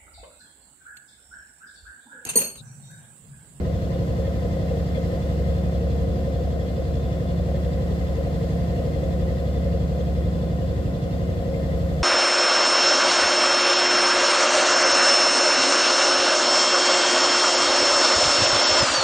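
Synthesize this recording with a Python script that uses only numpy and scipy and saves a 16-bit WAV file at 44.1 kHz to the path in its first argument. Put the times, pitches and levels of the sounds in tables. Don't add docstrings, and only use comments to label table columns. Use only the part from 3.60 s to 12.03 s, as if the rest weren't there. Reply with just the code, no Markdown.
import sys
import numpy as np
from scipy import signal
from scipy.fft import rfft, irfft, next_fast_len
from scipy.io import wavfile
from scipy.ndimage import uniform_filter1d, map_coordinates

SR = 44100
rng = np.random.default_rng(int(sys.argv[2]) if len(sys.argv) > 2 else 0)


def store_wav(level_fs):
    pcm = np.round(np.clip(np.atleast_2d(level_fs), -1, 1) * 32767)
    wavfile.write(sys.argv[1], SR, pcm.T.astype(np.int16))


def amplitude_ratio(level_db):
    exponent = np.asarray(level_db, float) / 20
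    return 10 ** exponent


N = 371763

# time in seconds, four-stroke cycles per second.
ENGINE_SPEED = [(0, 11.5493), (1, 11.5353), (2, 11.5234), (3.2, 11.5309), (4.4, 11.5311), (5.3, 11.5081),
                (8.4, 11.4961)]
# time in seconds, level in dB.
FIRING_LOAD = [(0, -30), (1.55, -29), (1.9, -24), (3.15, -28.5), (4.1, -26.5), (5.2, -29.5), (5.8, -25.5),
               (6.5, -26), (7.7, -32.5), (8.3, -26.5)]
# multiple of the cycle rate, rms level in dB.
EXHAUST_ORDERS = [(3, -56), (4, -42), (5, -39.5), (6, -28), (7, -37.5), (8, -37), (9, -37), (10, -44.5),
                  (11, -42.5), (12, -38), (13, -37.5), (14, -59), (15, -32), (16, -63), (17, -48),
                  (18, -42.5), (19, -61), (20, -48.5), (21, -50), (22, -63), (23, -53.5), (24, -64),
                  (25, -63), (26, -45.5), (27, -80), (28, -61), (29, -76), (30, -64), (31, -54.5),
                  (32, -48.5)]
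# multiple of the cycle rate, rms level in dB.
BLOCK_ORDERS = [(33, -60), (34, -60), (35, -55.5), (36, -60), (37, -53), (38, -71), (39, -48.5), (40, -44),
                (41, -55.5), (42, -46), (43, -57.5), (44, -45.5), (45, -70), (46, -46), (47, -46),
                (48, -50.5), (49, -49.5), (51, -57)]
# thirds of the cycle rate, rms level in dB.
PUMP_ORDERS = [(14, -65), (23, -43), (25, -44.5), (52, -56), (67, -62), (68, -53.5), (70, -46), (76, -59.5),
               (77, -69), (79, -57), (83, -55.5), (85, -56)]
# frequency in
# Hz, rms level in dB.
STEADY_LINES = [(30.01, -57), (60.73, -42.5), (70.99, -44), (90.04, -42.5), (120.05, -44)]
PUFF_ARRIVAL = [(4.5, .87), (5.5, 1.01), (6.5, 1.25), (7.5, .75), (9.5, .73), (12.5, .58), (14.5, .6),
                (17.5, .4), (18.5, .77), (39, .82), (41, .72), (45, .95), (46.5, 1.11), (48.5, .81)]
# position as share of the cycle, level in dB.
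HARD_FIRINGS = [(0.145, 0), (.5, -3), (0.799, -2)]
# frequency in Hz, gain in dB.
RUMBLE_COLOUR = [(5, -120), (20, -47), (35, -27), (70, 0.5), (105, -6.5), (165, 3.5), (188, -0.5),
                 (240, -1), (300, -15.5), (365, -2), (400, -15), (430, -24), (470, -35), (600, -120)]
# frequency in Hz, gain in dB.
CASING_COLOUR = [(300, -120), (400, -47), (435, -17), (458, 0), (500, 0), (540, 1.5), (580, -9), (700, -5),
                 (740, -15), (790, -13.5), (830, -39), (900, -47), (1200, -120)]
# frequency in Hz, gain in dB.
CAM_COLOUR = [(400, -120), (520, -36), (600, -2.5), (720, 0.5), (800, -11.5), (900, -16), (1030, -8.5),
              (1300, -15.5), (1700, -16), (2100, -42), (3000, -120)]
# centre in Hz, width in Hz, level in dB.
COVER_MODES = [(865, 21, 4), (1014, 52, 3.5), (1257, 62, 0.5), (1496, 36, -23), (1810, 58, 0.5),
               (1947, 117, 0.5), (2092, 44, 2)]
# centre in Hz, width in Hz, level in dB.
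PIPE_MODES = [(2460, 110, -6), (2700, 90, -2.5), (2902, 80, -2.5), (3280, 68, 0.5), (3482, 71, 2.5),
              (3644, 46, -3.5), (3990, 98, -8), (4220, 150, -4.5), (4640, 80, -4.5), (4960, 104, -5.5),
              (5340, 57, -7), (6370, 200, -10.5), (7540, 230, -13.5)]
# frequency in Hz, gain in dB.
HISS_COLOUR = [(500, -120), (800, -4), (1400, -8), (2300, -8), (3100, -8.5), (4400, -10), (5200, -11.5),
               (5950, -16), (7600, -14.5), (8700, -19), (9900, -23), (12800, -19), (15600, -22.5),
               (18000, -120)]
# start in seconds, peak level in dB, pitch in Hz.
ROUGH_FIRINGS = [(0.59, -22, 538), (0.851, -26, 465), (1.112, -23.5, 538), (1.372, -19.5, 529),
                 (1.527, -19.5, 521), (1.795, -22, 495), (2.499, -26, 512), (2.673, -19, 544),
                 (2.8, -24, 505), (3.177, -21.5, 520), (3.939, -26, 545), (4.061, -21, 544),
                 (4.303, -22.5, 463), (5.243, -24, 506), (5.43, -23, 547), (5.624, -25, 526),
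                 (5.969, -23, 531), (6.059, -24.5, 537), (6.142, -23.5, 533), (6.391, -21, 497),
                 (7.02, -26.5, 522), (7.925, -21, 523), (8.129, -25.5, 510), (8.407, -21.5, 528)]
# start in seconds, peak level in dB, pitch in Hz, left over right in dB.
TACKLE_TICKS = [
    (0.6894, -39, 1560, 0.5),
    (1.3463, -37.5, 2100, 13),
    (2.3194, -45, 1900, 2.5),
    (2.9896, -36, 1820, -4),
    (3.5997, -38, 1840, 3),
    (4.1344, -41, 2080, -1),
    (7.9399, -38, 2130, 13),
    (8.1194, -40, 2100, 6),
    (8.2896, -42, 2000, 8),
]
# frequency in Hz, left-right likeness from 0 to 1.
LIKENESS = [(60, .98), (130, 1), (290, 0.19), (600, 1), (1000, 0.46), (2000, 0.3), (4000, 0.27),
            (8000, 0.09)]
# frequency in Hz, lead of the left in radians.
PORT_LEAD = [(60, -.3), (250, -.2), (450, .7), (690, .7), (950, 1.9), (1810, 2.4), (3530, 5.5), (4050, 5.1),
             (4820, 8.6)]
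# frequency in Hz, left over right in dB.
PORT_BALANCE = [(60, 0.0), (110, -0.5), (200, -1.0), (380, 2.5), (700, 3.5), (1290, 1.5), (2380, 0.5),
                (4400, 1.5), (8120, 3.0), (15000, -1.0)]

SIDES = np.array([[.5], [-.5]])
TONE_STEP = 16
ROLL_S, ROLL_CREST_S = 3.73, 1.23
VALVES_DB, HISS_DB, CASING_DB = -51.5, -50.5, -35.5
VALVES_ROLL_DB, HISS_ROLL_DB, CASING_ROLL_DB = 1.5, 0.9, 0.86
CYLINDERS = 6
INJECT_DB, INJECT_SHARE = 1.6, .05


def unit(x):
    return x / np.sqrt(np.mean(x ** 2) + 1e-20)


def along(points, hz):
    f, v = np.transpose(points)
    return np.interp(np.log(hz + 1), np.log(f + 1), v)


def colour(points):
    return lambda hz: amplitude_ratio(along(points, hz))


def over_time(rows):
    s, v = np.transpose(rows)
    return np.interp(np.arange(N) / SR, s, v)


def wobble(rate, size=1):
    coarse = np.arange(0, N + 64, 64)
    knots = map_coordinates(rng.standard_normal(int(N * rate / SR) + 4), [coarse * rate / SR])
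    return np.interp(np.arange(0, N, size), coarse, knots)


def noise_pair():
    return rng.standard_normal((2, N))


def filtered(x, response):
    m = next_fast_len(N + 8192)
    spectrum = rfft(x, m) * response(np.fft.rfftfreq(m, 1 / SR))
    return irfft(spectrum, m)[..., :N]


def spread(pair, gain):
    def mid_side_gain(hz):
        angle = np.arccos(np.clip(along(LIKENESS, hz), -1, 1)) / 2
        return gain(hz) * [np.cos(angle), np.sin(angle)]
    mid, side = filtered(pair, mid_side_gain)
    return unit(np.array([mid + side, mid - side]))


def tones(turns, table, sway_db, slip, scatter_db, scatter_rad, locked=False):
    slow = turns[::TONE_STEP]
    delay = np.cumsum(np.interp(np.arange(60) - .5, *np.transpose(PUFF_ARRIVAL)))
    out = np.zeros((2, len(slow)))
    for k, db in table:
        start, tilt, lag = rng.uniform(), rng.standard_normal(), rng.standard_normal()
        smear = .6 * (start - .5) * (19 < k < 38)
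        offset = delay[round(k)] + smear if locked else start
        level = amplitude_ratio(db + sway_db * wobble(4.5, size=TONE_STEP) + SIDES * scatter_db * tilt)
        drift = slip * wobble(2.97, size=TONE_STEP) + SIDES * scatter_rad * lag
        out += np.sqrt(2) * level * np.cos(2 * np.pi * (k * slow - offset) + drift)
    return signal.resample_poly(out, TONE_STEP, 1, axis=1)[:, :N]


def hum(turns, firing_db):
    firing = tones(turns, [(6, -0.29)], sway_db=0.0, slip=.1, scatter_db=-4.0, scatter_rad=0, locked=True)
    others = [row for row in EXHAUST_ORDERS if round(row[0]) != 6]
    exhaust = tones(turns, others, sway_db=2.2, slip=.18, scatter_db=2.2, scatter_rad=.3, locked=True)
    block = tones(turns, BLOCK_ORDERS, sway_db=2.2, slip=.3, scatter_db=1.5, scatter_rad=.3, locked=True)
    pump = tones(turns / 3, PUMP_ORDERS, sway_db=1.5, slip=.2, scatter_db=1.5, scatter_rad=.3)
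    seconds = np.arange(N) / SR
    steady = tones(seconds, STEADY_LINES, sway_db=1.5, slip=.2, scatter_db=1.5, scatter_rad=.2)
    return amplitude_ratio(firing_db) * firing + exhaust + block + pump + steady


def knocks(turns, fall_db):
    return sum(amplitude_ratio(db - fall_db * ((turns - share) % 1)) for share, db in HARD_FIRINGS)


def casing(turns, casing_db):
    rumble = spread(noise_pair(), colour(RUMBLE_COLOUR))
    burn = noise_pair() * (0.59 + knocks(turns, fall_db=44)) * amplitude_ratio(0.46 * wobble(10))
    return amplitude_ratio(-36) * rumble + amplitude_ratio(casing_db) * spread(burn, colour(CASING_COLOUR))


def rattle(turns, modes, share, beat_db, patchy_db, jolt_db):
    z = signal.stft(noise_pair(), nperseg=512)[2]
    patches = uniform_filter1d(rng.standard_normal(z.shape[1:]), size=2, axis=0)
    patches = uniform_filter1d(patches, size=5, axis=1)
    shake = signal.istft(z * amplitude_ratio(patchy_db * unit(patches)), nperseg=512)[1][:, :N]
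    beat = beat_db * np.cos(2 * np.pi * (turns - share)) * (1 + 0.26 * wobble(6.2))
    beat = beat + 0.83 * wobble(45)
    jolt = jolt_db * np.cos(2 * np.pi * CYLINDERS * (turns - INJECT_SHARE))

    def resonances(hz):
        return sum(amplitude_ratio(db) / (1 + ((hz - centre) / width * 2) ** 2) for centre, width, db in modes)
    return spread(shake * amplitude_ratio(beat + jolt), resonances)


def valve_train(turns, valves_db):
    angle = np.linspace(0, 1, 4000)
    one_cycle = rng.standard_normal((2, len(angle)))
    blows = np.array([np.interp(turns % 1, angle, row) for row in one_cycle])
    cams = spread(blows * (0.46 + knocks(turns, fall_db=39)), colour(CAM_COLOUR))
    covers = rattle(turns, COVER_MODES, share=.61, beat_db=2, patchy_db=1.5, jolt_db=.6)
    pipes = rattle(turns, PIPE_MODES, share=.71, beat_db=3, patchy_db=3.5, jolt_db=INJECT_DB)
    return amplitude_ratio(-46) * cams + amplitude_ratio(valves_db) * covers + amplitude_ratio(-55) * pipes


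def water(turns, hiss_db):
    pulse_db = 0.13 * np.cos(2 * np.pi * (turns - .78)) + 0.27 * wobble(8.8)
    return amplitude_ratio(hiss_db + pulse_db) * spread(noise_pair(), colour(HISS_COLOUR))


def pings():
    out, t = np.zeros(N + SR), np.arange(SR // 10) / SR
    for s, db, hz in ROUGH_FIRINGS:
        ring = np.sin(2 * np.pi * hz * t)
        ring += .5 * np.sin(2 * np.pi * hz * .88 * t + rng.uniform(0, 2 * np.pi))
        shape = amplitude_ratio(db + .5 - 60 * t / .13) * (1 - np.exp(-t / .002))
        out[round(s * SR):][:len(t)] += shape * ring
    return out[:N]


def tackle():
    out, t = np.zeros((2, N + SR)), np.arange(SR // 10) / SR
    for s, db, hz, pan_db in TACKLE_TICKS:
        ring = np.sin(2 * np.pi * hz * t) + 0.45 * np.sin(2 * np.pi * hz * 1.12 * t)
        shape = amplitude_ratio(db - 4 - 60 * t / 0.078) * (1 - np.exp(-t / 0.0025))
        out[:, round(s * SR):][:, :len(t)] += amplitude_ratio(SIDES * pan_db) * ring * shape
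    return out[:, :N]


def scene():
    turns = np.cumsum(over_time(ENGINE_SPEED)) / SR
    roll = np.cos(2 * np.pi * (np.arange(N) / SR - ROLL_CREST_S) / ROLL_S)
    mix = hum(turns, over_time(FIRING_LOAD))
    mix = mix + casing(turns, CASING_DB + CASING_ROLL_DB * roll)
    mix = mix + valve_train(turns, VALVES_DB + VALVES_ROLL_DB * roll)
    mix = mix + water(turns, HISS_DB + HISS_ROLL_DB * roll)
    return mix + pings() + tackle()


def low_pass(x):
    return signal.sosfilt(signal.butter(12, 15670, fs=SR, output="sos"), x)


def record(dry):
    def ports(hz):
        return amplitude_ratio(SIDES * along(PORT_BALANCE, hz)) * np.exp(1j * SIDES * along(PORT_LEAD, hz))
    return low_pass(filtered(dry, ports))


dry = scene()
out = record(dry)
store_wav(out)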